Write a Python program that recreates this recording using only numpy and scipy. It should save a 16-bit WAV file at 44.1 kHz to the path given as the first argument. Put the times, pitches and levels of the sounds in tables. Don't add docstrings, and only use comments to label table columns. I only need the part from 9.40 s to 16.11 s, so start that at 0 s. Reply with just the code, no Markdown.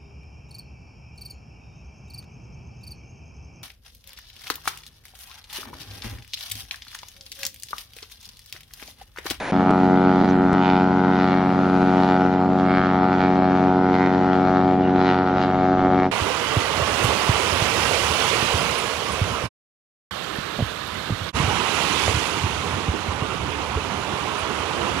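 import sys
import numpy as np
from scipy import signal
from scipy.fft import rfft, irfft
from scipy.io import wavfile
from scipy.ndimage import uniform_filter1d

SR = 44100
rng = np.random.default_rng(int(sys.argv[2]) if len(sys.argv) > 2 else 0)


def materialize(psi):
    bounded = np.clip(np.atleast_2d(psi).T, -1, 1)
    quanta = np.round(bounded * 32767).astype(np.int16)
    wavfile.write(sys.argv[1], SR, quanta)


def voltage_ratio(decibels):
    exponent = np.asarray(decibels, float) / 20
    return 10 ** exponent


N = 296070
SIZE, HOP = 1024, 256
HZ = np.fft.rfftfreq(SIZE, 1 / SR)
TIMES = np.arange(N // HOP + 2) * HOP / SR
BLAST_S, UNMUTE_S, RELEASE_S = .1145, .1218, 6.668


def evened(x):
    return x / np.sqrt(np.mean(abs(x) ** 2) + 1e-20)


def read(points, hz):
    f, value = np.transpose(points)
    return np.interp(np.log(hz + 1), np.log(f + 1), value)


def causal(db):
    log_gain = np.log(voltage_ratio(np.concatenate([db, db[-2:0:-1]])))
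    return np.exp(signal.hilbert(log_gain).conj())[:len(db)]


def patches(frames, bins):
    z = rng.standard_normal((len(TIMES), len(HZ)))
    for _ in range(2):
        z = uniform_filter1d(z, max(round(frames), 1), 0)
    z = uniform_filter1d(z, max(round(1.4 * bins), 1), 1)
    return evened(z.T)


def sound(z):
    return signal.istft(z, nperseg=SIZE, noverlap=SIZE - HOP)[1][..., :N]


def passing_db(rows, spread):
    total = 0
    for s, length, hz, db in rows:
        band = np.exp(-(np.log((HZ + 1) / hz) / spread) ** 2)
        total = total + db * np.outer(band, np.exp(-((TIMES - s) / length) ** 2))
    return total


# time_s, level_db
SURF_LEVEL = [
    [(0, -56.5), (.113, -57)],
    [(.125, -69), (.9, -71), (1.4, -73.5), (1.9, -72), (2.15, -68), (2.65, -67.5), (2.8, -72), (4, -73),
     (5.2, -75), (6.71, -74.5)],
]
# pitch_hz, level_db per Hz
SURF_COLOUR = [(20, -12), (100, -3), (300, 0), (900, 0), (1200, -7), (1600, -5), (2300, -8), (2800, -15),
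               (4100, -18), (5000, -24), (7000, -25), (8000, -37), (8900, -26), (10400, -24)]
# pitch_hz, likeness (0 to 1)
SURF_LIKENESS = [(30, 0.96), (300, 1), (1500, 0.83), (5000, 0.91), (8000, 0.25), (10000, .05)]


def surf():
    a, b, c, d = rng.standard_normal((len(TIMES), len(HZ), 4)).T
    same = np.clip(read(SURF_LIKENESS, HZ), -1, 1)[:, None]
    left = a + 1j * b
    right = same * left + np.sqrt(1 - same ** 2) * (c + 1j * d)
    colour_db = read(SURF_COLOUR, HZ)[:, None] + 0.95 * patches(6, 10)
    noise = evened(sound(np.array([left, right]) * voltage_ratio(colour_db)))
    level = np.transpose(SURF_LEVEL[0] + SURF_LEVEL[1])
    return noise * voltage_ratio(28.5 + np.interp(np.arange(N) / SR, *level))


# start_s (centre), pitch_hz, width_hz, length_s, level_db
PUFFS = [
    (0.901, 5960, 694, 0.015, -48.5),
    (5.462, 2850, 201, 0.04, -45.5),
]


def puffs():
    shape = 0
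    for s, hz, width, length, db in PUFFS:
        puff = np.exp(-((HZ[:, None] - hz) / width) ** 2 - ((TIMES - s) / length) ** 2)
        shape = shape + voltage_ratio(db) * puff / np.sqrt(width / 43)
    field = (2, len(HZ), len(TIMES))
    z = rng.standard_normal(field) + 1j * rng.standard_normal(field)
    return sound((z[0] + .4 * z) * shape)


# time_s, half_length_s, centre_hz, level_db
EDDIES = [(0.275, 0.1, 1920, 1.5), (0.475, 0.16, 2670, -1), (0.625, 0.31, 586, 3.5), (0.8, 0.1, 4920, 5),
          (1.05, 0.098, 3840, -4.5), (1.2, 0.22, 900.0, 2), (1.3, 0.08, 3830, 11),
          (1.575, 0.13, 2700.0, -2), (1.7, 0.16, 900.0, 1.5), (1.825, 0.12, 3850, 9), (2.0, 0.1, 1310, 3),
          (2.625, 0.12, 5030, 8.5), (2.675, 0.26, 900.0, 4), (3.075, 0.11, 1280, 3),
          (3.1, 0.14, 2670, -12.5), (3.375, 0.16, 2730, 7), (3.65, 0.1, 900.0, 2.5),
          (3.825, 0.045, 2700.0, 8), (4.35, 0.084, 2640, -5.5), (4.6, 0.08, 5080, 7),
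          (4.95, 0.045, 3800.0, 3.5), (5.375, 0.12, 1930, -6), (5.475, 0.1, 900.0, 1.5),
          (5.475, 0.15, 5000.0, -6), (5.675, 0.11, 3900, 13), (6.025, 0.05, 3900, 10.5),
          (6.25, 0.31, 900.0, -1), (6.4, 0.35, 3900, -2.5)]


def eddies_db():
    return passing_db(EDDIES, spread=0.78)


# pitch_hz, level_db per bin
HISS_COLOUR = [(20, -57.5), (60, -55.5), (200, -53), (700, -53.5), (1200, -58), (2000, -66), (2550, -72),
               (3100, -70), (4500, -76.5), (6000, -81.5), (7500, -92.5), (10000, -110)]


def hiss():
    a, b, c, d, e, f = rng.standard_normal((len(TIMES), len(HZ), 6)).T
    apart = 0.35 + HZ[:, None] / 4000
    left = a + 1j * b + apart * (c + 1j * d)
    right = a + 1j * b + apart * (e + 1j * f)
    z = np.array([left, right]) / np.hypot(1, apart)
    level_db = read(HISS_COLOUR, HZ)[:, None] + 8.5 + 1.5 * patches(8, 8)
    level_db = level_db + 0.43 * eddies_db()
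    level_db = level_db - 249.5 * np.maximum(TIMES - RELEASE_S, 0)
    return sound(z * voltage_ratio(level_db))


# time_s, level_db
BODY = [(0.15, -2.6), (0.5, -1), (0.95, -1.9), (1.3, -1.9), (1.6, -1.7), (2.1, -3.5), (2.45, -0.9),
        (2.9, -3.5), (3.2, -1.2), (3.5, -1.5), (4.1, 0.4), (4.7, 0.8), (5.1, 1), (5.55, 3.5), (5.75, 0),
        (6.1, -0.8), (6.5, 3.5), (6.71, 2.5)]


def body_db():
    return np.interp(TIMES, *np.transpose(BODY))


def release_db():
    bass_db_per_s, twice_as_fast_hz = 110, 130
    return -bass_db_per_s * np.outer(1 + HZ / twice_as_fast_hz, np.maximum(TIMES - RELEASE_S, 0))


def pulses(pitch, uneven_db, jitter_ms):
    hz, drift, anchor = pitch
    t = np.arange(N) / SR - anchor
    turns = hz * t + drift * t ** 2 / 2
    strength, shift = rng.standard_normal((1400, 2))[np.round(turns).astype(int)].T
    turns = turns - np.round(turns) + shift * jitter_ms * hz / 1000
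    spikes = np.sin(np.pi * 181 * turns) / (np.sin(np.pi * turns) + 1e-12)
    return -spikes * voltage_ratio(uneven_db * strength) / np.sqrt(2)


def horn(pitch, flare, level_db, echo, echo_ms, uneven_db, jitter_ms, slow, fast, apart):
    z = signal.stft(pulses(pitch, uneven_db, jitter_ms), nperseg=SIZE, noverlap=SIZE - HOP)[2]
    z = np.pad(z, ((0, 0), (0, len(TIMES))))[:, :len(TIMES)]
    hz = HZ[:, None]
    treble = np.tanh(hz / 1800)
    wander = 1 + 0.036 * patches(60, 500)[0] + 0.0013 * (TIMES - 3)
    bounce = echo * np.exp(-hz / 6000 - 2j * np.pi * hz * echo_ms / 1000 * wander)
    gusts = slow * (patches(25, 6.2) + 1j * patches(25, 14))
    gusts = gusts + fast * (patches(1.6, 60) + 1j * patches(1.3, 30))
    flicker = voltage_ratio(3.6 * np.tanh((hz / 3500) ** 1.5) * patches(2, 300))
    per_port = [apart * treble * (patches(14, 6) + 1j * patches(14, 6)) for _ in range(2)]
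    path = np.array([(1 + treble * gusts + port) * flicker for port in per_port])
    path /= np.sqrt(np.mean(abs(path) ** 2, 2, keepdims=True))
    voiced = z * causal(read(flare, HZ))[:, None] * np.exp(.9j)
    return sound(voiced * (1 - bounce) * path * voltage_ratio(level_db))


# pitch_hz, level_db
DEEP_FLARE = [(30, -66.5), (71, -51.5), (142, -30), (213, -25.5), (285, -39), (356, -36.5), (450, -54),
              (700, -44.5), (1000, -59), (2000, -61), (4000, -74), (8000, -100)]


def deep_horn():
    above = np.clip(HZ / 60 - 2.5, 0, 1)
    tilt_db_per_s = np.where(HZ < 260, -1.5, 0.32 * np.exp(-HZ / 1500))
    turn_db = np.outer(tilt_db_per_s, TIMES - 3.4)
    level_db = above[:, None] * (turn_db + 0.54 * body_db())
    level_db = level_db + .5 * release_db()
    pitch = (71.163, .012, 4.50925)  # Hz, drift Hz a second, time s of one pulse
    return horn(pitch, DEEP_FLARE, level_db, echo=0.014, echo_ms=11.0, uneven_db=-0.8, jitter_ms=0.09,
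                slow=0.36, fast=0.8, apart=0.17)


# pitch_hz, level_db
LOUD_FLARE = [(40, -65), (92, -26.5), (185, -22.5), (280, -23.5), (550, -34), (800, -32), (1100, -40.5),
              (1500, -37.5), (1700, -49.5), (2200, -50), (2600, -60.5), (4300, -64), (6000, -79.5),
              (7300, -84.5), (8000, -102)]
# time_s, half_length_s, centre_hz, level_db
MEETINGS = [(0.33, 0.073, 1120, 4.5), (1.24, 0.054, 3000, 8), (1.27, .08, 950, 5.5), (2.58, .03, 5000, -4),
            (2.65, .05, 3900, 4), (2.73, 0.062, 1150, -1), (3.44, 0.066, 1450, 3.5), (3.65, 0.061, 776, 0),
            (4.62, .1, 2000, 5.5), (5.12, 0.15, 744, 1), (5.47, 0.085, 1150, -13), (5.85, 0.12, 740, -0.5),
            (1.0, .1, 318, 2.5), (5.65, .08, 370, 2), (6.62, .06, 2000, 4.5), (6.6, .08, 740, -2)]


def loud_horn():
    swell_share = np.where(HZ < 120, 0.27, 1 / (1 + (HZ / 900) ** 2))
    level_db = np.outer(swell_share, body_db()) + release_db()
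    level_db += eddies_db() + passing_db(MEETINGS, spread=0.24)
    bell_hz, width_hz, bell_db, growth_db_per_s = 740, 36, 3.3, 0.9
    bell = np.exp(-((HZ - bell_hz) / width_hz) ** 2)
    level_db += np.outer(bell, bell_db + growth_db_per_s * (TIMES - 3))
    fade_s, fade_db_per_s, below_hz = 2.65, -2.56, 272
    second = (HZ > 120) / (1 + (HZ / below_hz) ** 8)
    level_db += np.outer(second, fade_db_per_s * np.maximum(TIMES - fade_s, 0))
    pitch = (92.269, .028, 3.5129)  # Hz, drift Hz a second, time s of one pulse
    return horn(pitch, LOUD_FLARE, level_db, echo=0.55, echo_ms=1.922, uneven_db=-0.64, jitter_ms=0.019,
                slow=0.21, fast=0.035, apart=0.32)


def scene():
    arrived = np.clip((np.arange(N) / SR - BLAST_S) / .004, 0, 1)
    return surf() + puffs() + (hiss() + deep_horn() + loud_horn()) * arrived


def thinned(x, from_hz, keep):
    hz, t, z = signal.stft(x, SR, nperseg=2048)
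    usual = np.sqrt(uniform_filter1d(np.median(abs(z) ** 2, (0, 2)), 20))
    mood = uniform_filter1d(rng.standard_normal((len(hz), len(t))), 5, 1)
    moment = voltage_ratio(3.5 * evened(uniform_filter1d(mood, 40, 0)))
    bar = keep * (usual * np.clip(hz / from_hz - 1, 0, 1))[:, None] * moment
    return signal.istft(z * (abs(z) > bar), SR, nperseg=2048)[1][:, :N]


# start_s, end_s, late_ms, blend_in_ms, blend_out_ms
SLIPS = [
    (-1, .3082, 1.45, 1, .1),
    (.8290, .8420, 1.85, 1.5, 1.5),
    (1.1312, 1.1455, 1.45, .1, 1.5),
]


def slipped(x):
    t, snap = np.arange(N) / SR, .27
    for start, end, late_ms, in_ms, out_ms in SLIPS:
        inside = np.minimum((t - start) / in_ms, (end - t) / out_ms) * 1000
        share = snap * np.clip(3 * inside, 0, 1) + (1 - snap) * np.clip(inside / 3, 0, 1)
        x = (1 - share) * x + share * np.roll(x, round(late_ms * SR / 1000), 1)
    return x


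def roll_off(x):
    return signal.sosfilt(signal.butter(12, 11260, fs=SR, output="sos"), x)


# pitch_hz, left_minus_right_db
PORT_BALANCE = [(60, 1.5), (250, .3), (1000, 1.1), (4000, -1.)]
# pitch_hz, left_lead_radians
PORT_LEAD = [(30, -.5), (92, -.4), (185, -.2), (370, -.05), (800, -.1), (1400, -.2), (2500, -.4),
             (6000, -.5)]


def record(dry):
    hz, t = np.fft.rfftfreq(N, 1 / SR), np.arange(N) / SR
    edge_hz = 10340
    halves = [.5, -.5]
    ports = voltage_ratio(np.outer(halves, read(PORT_BALANCE, hz))) * np.exp(1j * np.outer(halves, read(PORT_LEAD, hz)))
    dead_band = np.where((hz > 8000) & (hz < 8600), .1, 1)
    x = irfft(rfft(dry) * ports * dead_band, N)
    x = thinned(x, from_hz=3300, keep=1.0)
    x = signal.oaconvolve(x, signal.firwin(511, edge_hz, window=("kaiser", 9), fs=SR)[None], "same")
    x = slipped(x)
    mute = np.where((t > BLAST_S) & (t < UNMUTE_S), .06, 1.)
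    x = x * uniform_filter1d(mute, 70)
    x = signal.oaconvolve(x, signal.firwin(41, edge_hz + 300, fs=SR)[None], "same")
    return roll_off(x)


dry = scene()
out = record(dry)
materialize(out)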